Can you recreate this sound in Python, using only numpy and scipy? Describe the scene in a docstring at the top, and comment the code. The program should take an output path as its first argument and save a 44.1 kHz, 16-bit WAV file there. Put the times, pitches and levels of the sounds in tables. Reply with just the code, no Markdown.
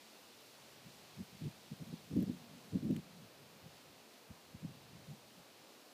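"""Wind in a conifer forest, from a hand-held camera microphone among the trees.
At first the far crowns rush softly and needles and leaves hiss close by. From about 1 s the breeze
slowly eases, while puffs of air strike the microphone port as low, dull bumps. They hit hardest
between 2 and 3 s, some with a faint tick. After a lull, weaker puffs follow from 4.3 to 5.4 s."""
import sys
import numpy as np
from scipy import signal
from scipy.fft import rfft, irfft
from scipy.io import wavfile
from scipy.ndimage import uniform_filter1d

SR = 44100
rng = np.random.default_rng(int(sys.argv[2]) if len(sys.argv) > 2 else 0)


def digitize_waveform(pressure):
    """Quantize a signal to 16-bit integers and store it at the path in sys.argv[1].

    Rows of a 2-D input are taken as channels; values are limited to [-1, 1].
    """
    field = np.atleast_2d(pressure).T
    bounded = np.clip(field, -1, 1)
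    quanta = np.round(bounded * 32767).astype(np.int16)
    wavfile.write(sys.argv[1], SR, quanta)


N = 261513


def undb(db):
    """Decibels to gain."""
    return 10 ** (np.asarray(db) / 20)


def unit(x):
    """Scale to an rms of 1."""
    return x / np.sqrt(np.mean(x ** 2))


def colour(x, points):
    """Filter by a curve of (f/Hz, level/dB) points, to an rms of 1."""
    hz, db = np.transpose(points)
    bins = np.maximum(np.fft.rfftfreq(len(x), 1 / SR), 1)
    gain = undb(np.interp(np.log(bins), np.log(hz), db))
    return unit(irfft(rfft(x) * gain, len(x)))


def noise():
    """White noise."""
    return rng.standard_normal(N)


def walk(per_s):
    """Random levels held 1 / per_s seconds and smoothed twice, at an rms of 1."""
    hold = int(SR / per_s)
    steps = np.repeat(noise()[:N // hold + 1], hold)
    return unit(uniform_filter1d(uniform_filter1d(steps, hold), hold)[:N])


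def swaying(spectrum, sway_db, flutter_db):
    """Air noise whose octaves each sway and flutter, as different branches catch the wind."""
    octave = np.log2(np.maximum(np.fft.rfftfreq(N, 1 / SR), 60) / 60)
    air, total = rfft(noise()), 0
    for k in range(9):
        part = irfft(air * np.maximum(1 - abs(octave - k), 0), N)
        total = total + part * undb(sway_db * walk(1.5) + flutter_db * walk(12))
    return colour(total, spectrum)


# Spectrum of the treetops, far off: f/Hz, relative level/dB
CROWN_SPECTRUM = [(25, -53), (70, -25), (130, -24), (210, 0.5), (320, -1), (520, -0.5), (800, -3),
                  (1200, -7), (1900, -12), (4000, -19.5), (9000, -44)]

def far_crowns(level_db=-63.5):
    """Wind rushes steadily through the crowns, far from the microphone."""
    return undb(level_db) * swaying(CROWN_SPECTRUM, sway_db=.26, flutter_db=.5)


# Spectrum of needles and leaves, close by: f/Hz, relative level/dB
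FOLIAGE_SPECTRUM = [(500, -38), (1300, -10.5), (1900, -5), (2600, -1), (3300, -2), (4300, -0.5),
                    (5500, -4.5), (7000, -7.5), (9500, -11), (15000, -12.5)]
# Hiss of the breeze in the nearby branches: t/s, level/dB
BREEZE_LEVELS = [(0, -63), (1.25, -62.5), (2.7, -64.6), (5.0, -65), (5.93, -64.5)]

def near_foliage(touches_per_s=700, rustle_db=-13.5):
    """Branches near the microphone hiss in the breeze, with a fine grain of leaves touching."""
    breeze = undb(np.interp(np.arange(N) / SR, *np.transpose(BREEZE_LEVELS)))
    hiss = swaying(FOLIAGE_SPECTRUM, sway_db=-.17, flutter_db=.5)
    touching = rng.random(N) < touches_per_s / SR
    touches = touching * noise() * undb(5.4 * walk(per_s=9))
    return breeze * (hiss + undb(rustle_db) * colour(touches, FOLIAGE_SPECTRUM))


# Ticks right at the microphone: t/s, level/dB of the top, body level/dB above the top, half-length/s
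PORT_TICKS = [(2.164, -60, -12, 0.0009), (2.204, -54, -8, .0012), (2.227, -50.5, -6, 0.0014),
              (2.844, -60, -12, .001), (2.912, -54, -7, .0012), (2.965, -59.5, 10.5, 0.0022)]

def ticks():
    """Tiny dry crackles in the hardest puffs: a thin top over a mid-range body."""
    t = np.arange(N) / SR
    top = unit(signal.sosfilt(signal.butter(2, [13200, 20000], "band", fs=SR, output="sos"), noise()))
    body = colour(noise(), [(800, -19), (1900, 5), (3100, 4.5), (4700, -11), (7500, -4), (12000, -17)])
    return sum(undb(db) * np.exp(-((t - s) / half_s) ** 2) * (top + undb(body_db) * body)
               for s, db, body_db, half_s in PORT_TICKS)


# Light air at the microphone port: t/s, level/dB before the trim
DRAUGHT_LEVELS = [(0, -82.5), (1, -69), (1.6, -71), (2.45, -58), (3.1, -62.5), (3.5, -69), (3.87, -67),
                  (4.1, -79.5), (4.42, -76), (4.62, -62), (5.3, -73), (5.93, -81.5)]

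def draught_strength(trim_db=-.5, flutter_db=3):
    """Envelope of the fluttering draught that stirs at the port between puffs."""
    level_db = trim_db + np.interp(np.arange(N) / SR, *np.transpose(DRAUGHT_LEVELS))
    return undb(level_db + flutter_db * walk(per_s=25))


# Puffs landing on the microphone port: t/s, peak level/dB before wake and sputter, half-length/s
PORT_PUFFS = [(0.873, -54, 0.025), (1.202, -45.5, .028), (1.346, -57.5, 0.025), (1.453, -41, 0.04),
              (1.724, -43.5, .014), (1.819, -43, .015), (1.895, -52, 0.032), (1.936, -39.5, 0.0079),
              (2.129, -42, 0.023), (2.178, -31.5, .027), (2.224, -33.5, .018), (2.296, -37, .023),
              (2.345, -50, .025), (2.76, -34.5, 0.0277), (2.851, -40, 0.041), (2.912, -34.5, .037),
              (2.97, -37.5, .022), (3.204, -59, 0.063), (3.66, -54.5, 0.0321), (4.311, -46, 0.0068),
              (4.555, -46, 0.0075), (4.646, -38.5, 0.016), (4.695, -52, 0.023), (4.953, -57.5, .06),
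              (5.108, -47.5, 0.031), (5.389, -61.5, 0.024)]

def puff_strength(squareness=2.5, wake_db=-15, lead_s=.018, trail_s=.04, sputter_db=1.5):
    """Envelope of the puffs: each flows unevenly, with weaker stirred air ahead of it and behind."""
    t = np.arange(N) / SR
    power = 0
    for s, db, half_s in PORT_PUFFS:
        core = np.exp(-abs((t - s) / half_s) ** squareness)
        wake = undb(wake_db) * np.exp(-abs(t - s) / np.where(t < s, lead_s, trail_s))
        power = power + undb(db) ** 2 * (core ** 2 + wake ** 2)
    return np.sqrt(power) * undb(sputter_db * walk(per_s=70))


# Eddy pressure on the microphone port at a relative air speed of 1: f/Hz, relative level/dB
EDDY_SPECTRUM = [(20, -34), (45, -24), (70, -15), (120, -6), (180, 2), (255, -3.5), (340, -14), (480, -24),
                 (640, -35.5), (1100, -61.5)]

def buffeting(gust_peak_s=2.5, gust_half_s=1.0, lull_speed=.88, gust_speed=1.06):
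    """Each puff sweeps eddies over the port; the faster they pass, the higher its bump reaches."""
    strength = np.hypot(draught_strength(), puff_strength())
    gust = np.exp(-((np.arange(N) / SR - gust_peak_s) / gust_half_s) ** 2)
    speed = lull_speed + (gust_speed - lull_speed) * gust
    speed *= (strength / undb(-38)) ** .05  # air stronger than -38 dB passes a little faster
    eddies = np.interp(np.cumsum(speed), np.arange(N), colour(noise(), EDDY_SPECTRUM), period=N)
    # even the eddies out over 27 ms: the force of a bump comes from its puff
    window = int(.027 * SR)
    local_rms = np.sqrt(uniform_filter1d(uniform_filter1d(eddies ** 2, window), window // 2))
    return strength * eddies / local_rms


def scene():
    """One microphone among the trees, with a faint hiss of its own, feeds both channels."""
    wind = far_crowns() + near_foliage() + buffeting() + ticks()
    sound = wind + undb(-74) * noise()
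    return np.array([sound, sound])


def record(dry, low_cut_hz=62, top_hz=15300):
    """The camera thins the deep bass, which keeps the bumps tight, and cuts the top."""
    thinned = signal.sosfilt(signal.butter(2, low_cut_hz, "high", fs=SR, output="sos"), dry)
    return signal.sosfilt(signal.ellip(10, .1, 70, top_hz, fs=SR, output="sos"), thinned)


dry = scene()
out = record(dry)
digitize_waveform(out)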